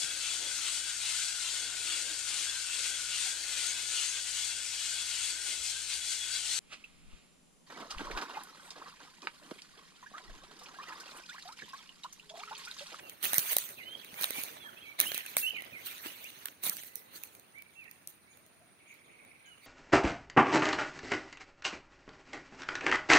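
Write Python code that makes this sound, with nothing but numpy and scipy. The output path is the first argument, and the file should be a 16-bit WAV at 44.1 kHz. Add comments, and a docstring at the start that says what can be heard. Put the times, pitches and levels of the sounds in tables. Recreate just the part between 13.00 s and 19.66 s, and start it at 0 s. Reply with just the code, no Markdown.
"""Footsteps crush dry palm fronds below a hand-held phone: brittle fracture gives a rustle of tiny cracks
and twig snaps, over soft treads and heel thuds. They reach the lower (right) microphone port first.
Bulbuls whistle gliding tones that scatter among the trunks, a dove coos once and a far flock chatters.
Cicadas hiss with their tymbals and a bush cricket rasps with its wings, over the hush of the plantation."""
import sys
import numpy as np
from scipy import signal
from scipy.fft import rfft, irfft, next_fast_len
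from scipy.io import wavfile
from scipy.ndimage import uniform_filter1d, map_coordinates

SR = 44100
rng = np.random.default_rng(int(sys.argv[2]) if len(sys.argv) > 2 else 0)


def transcribe(u):
    """Save the signal u as a 16-bit wav file named by the first command-line argument.

    u: samples, shape (n,) or (channels, n), limited to [-1, 1]; the rate is SR.
    q: integer samples, one column per channel.
    """
    v = np.clip(np.atleast_2d(u).T, -1, 1)
    q = np.round(v * 32767).astype(np.int16)
    wavfile.write(sys.argv[1], SR, q)


N = 293706
T = np.arange(N) / SR


# Swells of crackle underfoot, including short bursts around loud snaps. Each row: crest time in seconds,
# crackle level in dB, rise time and 60 dB decay time in seconds, stem and tread offsets in dB.
CRACKLE_SWELLS = [(0.102, -54, 0.12, 0.38, -7, -14), (0.236, -32.5, 0.046, 0.71, -9, -18),
                  (0.357, -29.5, 0.14, .2, -15.5, -24), (0.394, -29.5, .015, 0.28, -20, -22),
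                  (0.525, -29.5, 0.37, 0.19, -12, -39), (0.581, -37, 0.055, .62, -13, -44),
                  (1.234, -33, 0.21, 0.26, -12.5, -30), (1.391, -39, 0.52, 0.62, -7.5, -28),
                  (1.991, -39, 0.018, 0.13, 0.5, -11), (2.014, -32.5, 0.021, 0.56, -11.5, -15.5),
                  (2.185, -42.5, 0.35, 0.24, -7.5, -26), (2.378, -28, 0.026, 0.3, -21, -29),
                  (2.863, -39.5, 0.061, 0.46, -7.5, -65), (3.063, -42.5, 0.22, 0.49, -9, -10.5),
                  (3.408, -55.5, 1, 0.92, -5, -5), (3.474, -50.5, .15, 0.2, -7.5, -15),
                  (3.639, -31.5, 0.035, 0.5, -16.5, -21), (3.667, -34.5, 0.077, 0.13, -7, -11.5),
                  (3.771, -48, 0.15, 0.44, -9, -29), (3.873, -48, .4, 0.18, -16, -23.5),
                  (3.963, -47.5, 0.05, 0.36, -18, -11), (4.161, -45.5, .15, 0.15, -9.5, -10),
                  (4.245, -52, 0.2, 0.27, -13.5, -18), (4.364, -58, 0.28, 0.36, -22, -16),
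                  (4.917, -62, 0.092, 0.56, -13, -9), (5.085, -49, 0.023, 0.19, -29, -12.5),
                  (5.374, -70, 0.3, .9, -9, -12), (5.946, -65.5, 0.35, 0.24, -3, 0.5),
                  (6.659, -61.5, 0.17, .3, -6, -17)]
# Litter shifting between swells. Each row: time in seconds, crackle, stem and tread levels in dB.
LITTER_SHIFTS = [(0, -58.5, -62, -54), (0.2, -67, -69.5, -63.5), (0.85, -66, -62.5, -59),
                 (1.1, -57, -60, -59.5), (1.67, -62, -62, -56), (1.97, -64.5, -65, -65),
                 (2.3, -50, -55.5, -64.5), (2.56, -64, -61.5, -57.5), (2.83, -56, -59.5, -58.5),
                 (3.3, -55, -60.5, -78), (3.6, -88, -76, -79), (4.1, -72.5, -71, -62.5),
                 (4.7, -71.5, -74.5, -69), (5.9, -78, -78, -72.5), (6.1, -77, -76, -63),
                 (6.66, -75, -72, -72)]

def rustle_gains():
    """Incoherent sources add in power: swells and shifting litter set crackle, stem and tread gains."""
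    times, *bed_db = np.transpose(LITTER_SHIFTS)
    power = amp([np.interp(T, times, db) for db in bed_db]) ** 2
    climb_db = 53.5  # over one rise time
    stretch = np.c_[[1, 1.186, 1.24]]  # stems and tread rise and die more slowly than the crackle
    for crest, db, rise_s, t60, stem_db, tread_db in CRACKLE_SWELLS:
        span = slice(max(round((crest - 0.6) * SR), 0), round((crest + 1.2) * SR))
        t = T[span] - crest
        shape_db = np.minimum(climb_db * t / rise_s, -60 * t / t60)
        power[:, span] += amp(db + np.c_[[0, stem_db, tread_db]] + shape_db / stretch) ** 2
    return np.sqrt(power)


def rustle():
    """Shot noise: leaflets crack at random under the sole, each lifting the noise for milliseconds."""
    crackle, stem, tread = rustle_gains()
    sizes_db = np.minimum(1.4 * rng.exponential(size=N), 11)
    cracks_per_s, crack_t60_s = 300, 0.0053
    cracks = (rng.random(N) < cracks_per_s * amp(3 * wobble(20)) / SR) * amp(sizes_db)
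    decays = signal.lfilter([1], [1, -amp(-60 / (crack_t60_s * SR))], cracks)
    gate = unit(2.45 + decays)
    soft_gate = unit(uniform_filter1d(gate, size=200))  # the heavy sole follows only the clumps
    return near_ports(litter_colour(low=tread * soft_gate * patchy_noise(2.9),
                                    mid=amp(6) * stem * gate * patchy_noise(4.2),
                                    high=amp(1) * crackle * gate * patchy_noise(4.3)))


# Twig snaps and the quick rebounds that follow the loudest ones. Each row: start in seconds, level in dB,
# crunch offset in dB, crunch pitch in Hz, knock offset in dB, extra crack gain at the left port in dB.
SNAPS_AND_REBOUNDS = [(0.0955, -29, -15, 2680, -40, 5), (0.228, -19.5, -14, 3700, -28, -9),
                      (0.2402, -18, -11, 1780, -40, -6), (0.2467, -20.5, -9, 3970, -47, -9),
                      (0.253, -18, -10.5, 2080, -27, -8), (0.332, -10.5, -14, 1650, -21, -5),
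                      (0.3419, -14.5, -13.5, 1840, -41, 6), (0.3814, -5, -20.5, 4450, -28, 1),
                      (0.3913, -14, -13, 4470, -36, -2), (0.5303, -18, -9, 3000, -30, -6),
                      (0.566, -7.5, -15, 3870, -21, 1.5), (0.5834, -13.5, -16, 1890, -51, 5.5),
                      (0.6892, -31.5, -7, 1980, -37, 4), (1.0462, -33, -8.5, 2170, -41, -2),
                      (1.1412, -33.5, -5.5, 2150, -19, -2), (1.2111, -19.5, -13, 4120, -21, -10),
                      (1.2225, -18, -16, 3780, -30, -3), (1.2326, -20, -2.5, 3870, -44, -6),
                      (1.2412, -14.5, -3.5, 3690, -40, -5), (1.3058, -17.5, -15, 2120, -24.5, -4),
                      (1.381, -36, -2, 2290, -14, -12), (1.4357, -16, -25, 2470, -28, -19),
                      (1.9945, -18.5, -9, 4040, -28, 2), (2.0009, -4.5, -15, 3920, -49, 0.5),
                      (2.0109, -12, -10.5, 3700, -40, 0), (2.117, -22.5, -2, 1670, -16, -5),
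                      (2.1441, -17, -10.5, 3960, -25, -6), (2.149, -24, -12, 2600, -42, 3),
                      (2.1773, -19, -12, 2380, -33, -3.5), (2.2617, -26, -8.5, 2660, -32, -1),
                      (2.3671, -8.5, -9.5, 2250, -20, 0), (2.4987, -33, -10, 2960, -26, 2),
                      (2.5681, -41, -2, 3300, -22, -3), (2.606, -39, -3, 3300, -22, -5),
                      (2.621, -30, -11, 3070, -15, -6), (2.6475, -36, -18, 2240, -50, -9),
                      (3.0594, -34.5, 1.5, 2780, -7, -8), (3.242, -31.5, -32, 2210, -22, 5),
                      (3.3007, -50.5, 10, 2880, -46, 17), (3.456, -18, -11.5, 1710, -59, -1.5),
                      (3.483, -41.5, 8.5, 1490, -17, 1), (3.6356, -19, -14, 4000, -36, -13),
                      (3.665, -19.5, -27, 4070, -30, -15), (3.6957, -11, -40, 2500, -38, -3),
                      (3.7675, -24.5, -11.5, 4640, -42, -8), (3.7997, -39, 0, 3940, -29, -3),
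                      (3.8341, -29.5, -12, 1980, -22, -6), (3.9556, -20, -34, 2070, -38, -7),
                      (4.2354, -25, -11.5, 2620, -39, -5), (4.35, -35, -14.5, 2390, -31, -4),
                      (4.396, -37.5, -18, 2260, -30, -2), (4.584, -44, -12, 2180, -24, -5),
                      (4.6214, -35.5, -9.5, 2230, -29, -2), (4.7361, -53, -3, 2200, -20, -3),
                      (4.8098, -51, -4, 2550, -23, -3), (4.842, -46, -5, 2710, -17, -3),
                      (4.9118, -33.5, -22, 2600, -42, -2), (5.0731, -27.5, -39, 2520, -42, 5.5),
                      (5.372, -42.5, -14, 2360, -21, -3), (5.463, -46, -14, 1440, -21, 1),
                      (5.9408, -46, -16, 2480, -21, -8), (6.249, -47, -7, 2250, -21, 2.5)]

def snaps_and_rebounds():
    """Impulse response: each snap or rebound is a burst of noise with a brief ring of the stem."""
    size = SR // 20
    t = np.arange(size) / SR
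    attack = 1 - np.exp(-(t / 0.0012) ** 2)

    def burst(wave, t60):
        return unit(attack * amp(-60 * t / t60) * wave)

    bands = np.zeros((3, 3, N + size))  # knock, crunch, crack; each for the right port and a left pair
    for start, db, crunch_db, crunch_hz, knock_db, left_db in SNAPS_AND_REBOUNDS:
        knock_hz = 757 * np.exp(0.16 * rng.standard_normal())
        noise = rng.standard_normal((3, 2, size))
        knock_ring = 0.39 * np.sin(2 * np.pi * knock_hz * t)
        crunch_ring = 0.45 * np.sin(2 * np.pi * crunch_hz * t)
        knock = amp(db + knock_db - 16) * burst(noise[0] + knock_ring, t60=0.0086)
        crunch = amp(db + crunch_db - 20) * burst(noise[1] + crunch_ring, t60=0.011)
        crack = amp(db - 22) * burst(noise[2], t60=0.0055)
        parts = np.array([knock, crunch, crack])[:, [0, 0, 1]]
        parts[2, 1:] *= amp(left_db)  # the hand and the phone shade the treble
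        onset = round(start * SR)
        bands[..., onset:onset + size] += parts
    right, *left_pair = litter_colour(*bands[..., :N])
    left = near_ports(np.array(left_pair))[0]
    return np.array([left, right])


# The litter's spectrum as the ports pass it. Each row: frequency in Hz, relative spectral density in dB.
LITTER_SPECTRUM = [(40, -29.5), (100, -14.5), (300, -10), (900, -7.5), (3000, -5.5), (4300, -6.5),
                   (5050, -14.5), (6400, -5.5), (7300, -14.5), (9500, -3), (10700, -6.5), (11300, -14),
                   (11800, -1.5), (15600, -1.5), (16200, -40)]

def litter_colour(low, mid, high):
    """Source and filter: three excitations drive the tread, stem and leaflet bands of one spectrum."""
    def response(hz, band):
        tread = 1 / (1 + (hz / 800) ** 4)
        leaflet = 1 / (1 + (4800 / (hz + 1)) ** 8)
        stem = np.abs(1 - tread - leaflet)
        return unit(amp(log_curve(LITTER_SPECTRUM, hz)) * np.sqrt([tread, stem, leaflet][band]))
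    return sum(filtered(x, lambda hz: response(hz, band)) for band, x in enumerate((low, mid, high)))


# Heels landing on soil. Each row: start in seconds, level in dB, pitch in Hz.
HEEL_STRIKES = [(0.3824, -40.5, 119), (1.1296, -46, 199), (1.3819, -39, 276), (3.0585, -36.5, 318),
                (3.5194, -55.5, 270), (3.667, -49.5, 211), (3.695, -46.5, 200)]

def heel_thuds():
    """Damped oscillation: a heel's impact on soft soil dies within a few low cycles."""
    out, t = np.zeros(N + SR), np.arange(SR // 10) / SR
    rise_s, t60 = 0.0024, 0.031
    for start, db, hz in HEEL_STRIKES:
        envelope = amp(db + 5.5 - 60 * t / t60) * (1 - np.exp(-t / rise_s))
        out[round(start * SR):][:len(t)] += envelope * np.sin(2 * np.pi * hz * t)
    return near_ports(np.array([out[:N], out[:N]]))


# Likeness of the two ports for sounds underfoot. Each row: frequency in Hz, correlation from 0 to 1.
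NEAR_COHERENCE = [(50, 0.13), (130, 0.43), (300, 1), (1000, 0.7), (3000, 0.26), (8000, 0.11),
                  (15000, 0.033)]
# Shading of sounds underfoot. Each row: frequency in Hz, left port gain in dB.
NEAR_SHADING = [(60, -3.5), (300, 0), (800, -4), (2500, -3.5), (7500, -2.5), (8500, 0), (12000, -5),
                (16000, -8.5)]

def near_ports(pair):
    """Path difference: sound from the ground reaches the upper (left) port later and shaded."""
    return ports(pair, NEAR_COHERENCE, NEAR_SHADING, lag_s=21 / SR)


# Bulbul notes. Each row: start in seconds, length in seconds, turning point as a share of the length,
# pitch at the start, turn and end in Hz, level in dB.
BULBUL_NOTES = [(0.02, 0.081, 0.27, 2740, 2830, 2644, -57.5), (0.78, 0.059, 0.5, 2750, 2080, 2000, -50),
                (0.815, 0.19, 0.79, 2830, 3330, 3330, -53), (1.165, 0.082, .4, 2200, 2470, 2430, -48),
                (1.27, 0.066, .5, 2150, 2000, 2200, -54), (1.33, .11, 0.69, 2255, 2366, 2300, -48.5),
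                (1.6, 0.095, 0.51, 3500, 3260, 3200, -56), (1.65, 0.053, 0.3, 1770, 1783, 1330, -50),
                (1.77, 0.088, 0.66, 2530, 3300, 3250, -55), (1.838, 0.089, 0.21, 2700, 2270, 2266, -48.5),
                (2.055, 0.069, 0.56, 2700, 3223, 3140, -40.5),
                (2.145, 0.076, 0.59, 2875, 2007, 1557, -49.5), (2.262, 0.052, .3, 2620, 2480, 2019, -52),
                (2.425, .078, 0.27, 2705, 2642, 3176, -33), (2.535, 0.073, 0.55, 2630, 2174, 1880, -43.5),
                (2.72, 0.081, 0.6, 2639, 2104, 1920, -47.5), (3.06, 0.039, 0.41, 2551, 2790, 2960, -53),
                (3.235, 0.064, .45, 2100, 2800, 2830, -52.5), (3.85, 0.24, 0.6, 1944, 2030, 1840, -64.5),
                (4.545, 0.083, 0.28, 1999, 2300, 2288, -55), (4.76, .11, 0.38, 2693, 2702, 1807, -52),
                (5.27, 0.087, .3, 2220, 2260, 2430, -67), (6.43, 0.098, .55, 1570, 1646, 1290, -64),
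                (6.45, 0.12, 0.135, 3120, 3070, 2760, -63.5), (6.62, 0.051, 0.63, 4220, 4740, 4620, -69)]

def bulbuls():
    """Direct and reverberant sound: whistles arrive with their echoes, at the left port first."""
    song = gliding_notes(BULBUL_NOTES, fade_s=0.02, waver=0.01, flutter_db=3.5)
    pair = amp(4) * song + trunk_echoes(song, t60=0.45, wet_db=0.5)
    return ports(pair, coherence=[(2500, 0.11)], shading=[(2500, -8)], lag_s=-12 / SR)


# The dove's one note. Its row has the same columns as a bulbul note.
DOVE_NOTE = [(5.36, 0.52, 0.605, 655, 685, 640, -77.5)]
# Shading of distant sounds. Each row: frequency in Hz, left port gain in dB.
FAR_SHADING = [(100, .5), (700, -0.5), (2400, -5.5), (4400, 5), (9000, -5), (14000, 17)]

def dove_and_flock():
    """Superposition: a low, wavering coo and its echoes add to the chatter of the far flock."""
    coo = gliding_notes(DOVE_NOTE, fade_s=0.043, waver=0.051, flutter_db=5)
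    pair = flock() + coo + trunk_echoes(coo, t60=0.35, wet_db=-2)
    return ports(pair, coherence=[(700, 0.73), (2300, 0.41)], shading=FAR_SHADING, lag_s=-3 / SR)


def gliding_notes(notes, fade_s, waver, flutter_db):
    """Frequency modulation: each note is a sine gliding through a turn, unsteady in pitch and strength."""
    out = np.zeros(N)
    bend = 1 + waver * wobble(80)
    flutter = amp(flutter_db * wobble(60))
    for start, length, turn, *pitches_hz, db in notes:
        end = start + length
        span = slice(round((start - fade_s) * SR), round((end + fade_s) * SR))
        progress = (T[span] - start) / length
        fade = np.clip(np.minimum(T[span] - start, end - T[span]) / fade_s + 0.5, 0, 1)
        swell_db = np.interp(progress, [0, 0.58, 1], [-5, 0, -9.5])
        hz = np.interp(progress, [0, turn, 1], pitches_hz) * bend[span]
        phase = 2 * np.pi * np.cumsum(hz) / SR
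        out[span] += np.sqrt(2) * fade * amp(db + swell_db) * np.sin(phase)
    return out * flutter


def trunk_echoes(x, t60, wet_db):
    """Scattering: trunks return two decaying echo tails, and moving leaves blur their pitch."""
    t = np.arange(SR // 2) / SR
    tails = rng.standard_normal((2, len(t))) * amp(-60 * t / t60)
    leaves = unit(np.array([wobble(150), wobble(150)]))
    echoes = signal.fftconvolve(x[None], tails / np.linalg.norm(tails[0]), axes=1)[:, :N]
    return amp(wet_db) * leaves * echoes


def flock():
    """Narrow-band noise: many short notes overlap into a chatter that surges and slowly fades."""
    start_s, crest_s, surge_hz, fade_db_per_s = 5.79, 5.91, 5.4, 5
    surge_db = 2.5 * np.cos(2 * np.pi * surge_hz * (T - crest_s))
    level_db = -57.5 + surge_db - fade_db_per_s * (T - start_s)
    onset = np.clip((T - start_s) / 0.013, 0, 1)
    notes = patchy_noise(3.5) * amp(2 * wobble(45))
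    chatter = unit(filtered(notes, lambda hz: resonance(hz, 2290, 670) ** 2))
    return chatter * amp(level_db) * onset


# The cicadas' slow swell. Each row: time in seconds, level in dB.
CICADA_LEVELS = [(0.0, -74), (6.66, -67.5)]

def cicadas():
    """Resonance: fast tymbal clicks blur into a high hiss that pulses at the click rate."""
    times, db = np.transpose(CICADA_LEVELS)
    click_hz = 235 + 25 * wobble(4.3)
    buzz = 1 + 0.13 * np.sin(2 * np.pi * np.cumsum(click_hz) / SR)
    tymbals = lambda hz: resonance(hz, 9160, 1134) * resonance(hz, 9500, 1100)
    return unit(filtered(patchy_noise(1.9) * buzz, tymbals)) * amp(np.interp(T, times, db))


# The cricket's rasps. Each row: start in seconds, level in dB.
CRICKET_RASPS = [(4.155, -66), (4.73, -71), (5.285, -69), (5.872, -68.5), (6.455, -68.5)]

def bush_cricket():
    """Stridulation: bursts of scraping strokes excite a narrow resonance of the wings."""
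    rise_s, t60, stroke_hz = 0.0073, 1, 107
    bursts = sum(amp(db - 60 * np.abs(T - start) / t60) * np.clip((T - start) / rise_s, 0, 1)
                 for start, db in CRICKET_RASPS)
    strokes = 1 + 0.26 * np.sin(2 * np.pi * stroke_hz * T)
    return bursts * unit(filtered(patchy_noise(4.6) * strokes, lambda hz: resonance(hz, 6650, 470)))


# The hush of leaves and distance. Each row: frequency in Hz, relative spectral density in dB.
HUSH_SPECTRUM = [(18, -72), (30, -21), (93, -0.5), (280, -2), (374, -6.5), (499, -11.5), (1100, -8),
                 (2410, -6), (2680, -7.5), (2900, -17), (4650, -21), (6720, -22), (8980, -36), (16000, -43)]
# Likeness of the two ports for the hush. Each row: frequency in Hz, correlation from 0 to 1.
HUSH_COHERENCE = [(60, 0.2), (300, 0.4), (640, 1), (1400, 0.57), (4000, 0.032)]

def plantation_hush():
    """Ambient noise: leaves and distant sounds merge into a broad, nearly steady spectrum."""
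    hush = unit(filtered(patchy_noise(0.62), lambda hz: amp(log_curve(HUSH_SPECTRUM, hz))))
    level_db = -66.5 + 0.64 * wobble(3.3)
    return ports(amp(level_db) * hush, HUSH_COHERENCE, FAR_SHADING, lag_s=0)


def ports(pair, coherence, shading, lag_s):
    """Partial coherence: the right port hears the first signal, the left a shifted, shaded mix of both."""
    def blend(hz):
        shared = log_curve(coherence, hz)
        delay = np.exp(-2j * np.pi * hz * lag_s)
        return amp(log_curve(shading, hz)) * delay * [shared, np.sqrt(1 - shared ** 2)]
    return np.array([filtered(pair, blend).sum(axis=0), pair[0]])


def patchy_noise(depth_db):
    """Comodulation: two independent noises share patches of random gain in time and frequency."""
    spectra = signal.stft(rng.standard_normal((2, N)), nperseg=256)[2]
    patches = uniform_filter1d(rng.standard_normal(spectra.shape[1:]), 4, axis=0)
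    patches = unit(uniform_filter1d(patches, 8, axis=1))
    noise = signal.istft(spectra * amp(depth_db * patches), nperseg=256)[1]
    return unit(noise[:, :N])


def resonance(hz, centre_hz, width_hz):
    """Cascaded resonators: the response of two equal band-passes in a row."""
    return (1j * hz * width_hz / (centre_hz ** 2 - hz ** 2 + 1j * hz * width_hz)) ** 2


def filtered(x, response):
    """Linear filtering: the spectrum of x is multiplied by a complex response of frequency."""
    size = next_fast_len(N + 8192)
    return irfft(rfft(x, size) * response(np.fft.rfftfreq(size, 1 / SR)), size)[..., :N]


def wobble(knots_per_s):
    """Random modulation: a smooth spline through Gaussian knots."""
    return map_coordinates(rng.standard_normal(int(N * knots_per_s / SR) + 4), [T * knots_per_s])


def log_curve(points, hz):
    """Interpolation of (Hz, value) points on a logarithmic frequency axis."""
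    knots_hz, values = np.transpose(points)
    return np.interp(np.log(hz + 1), np.log(knots_hz + 1), values)


def unit(x):
    """Normalisation to an rms of 1."""
    return x / np.sqrt(np.mean(x ** 2) + 1e-20)


def amp(db):
    """Amplitude ratio of a level in decibels."""
    return 10 ** (np.asarray(db) / 20)


def scene():
    """Superposition: all sources add at the left and right ports."""
    footsteps = rustle() + snaps_and_rebounds() + heel_thuds()
    return footsteps + bulbuls() + dove_and_flock() + cicadas() + bush_cricket() + plantation_hush()


def record(dry):
    """Band limiting: the phone keeps nothing above its cutoff frequency."""
    return filtered(dry, lambda hz: hz < 17140)


dry = scene()
out = record(dry)
transcribe(out)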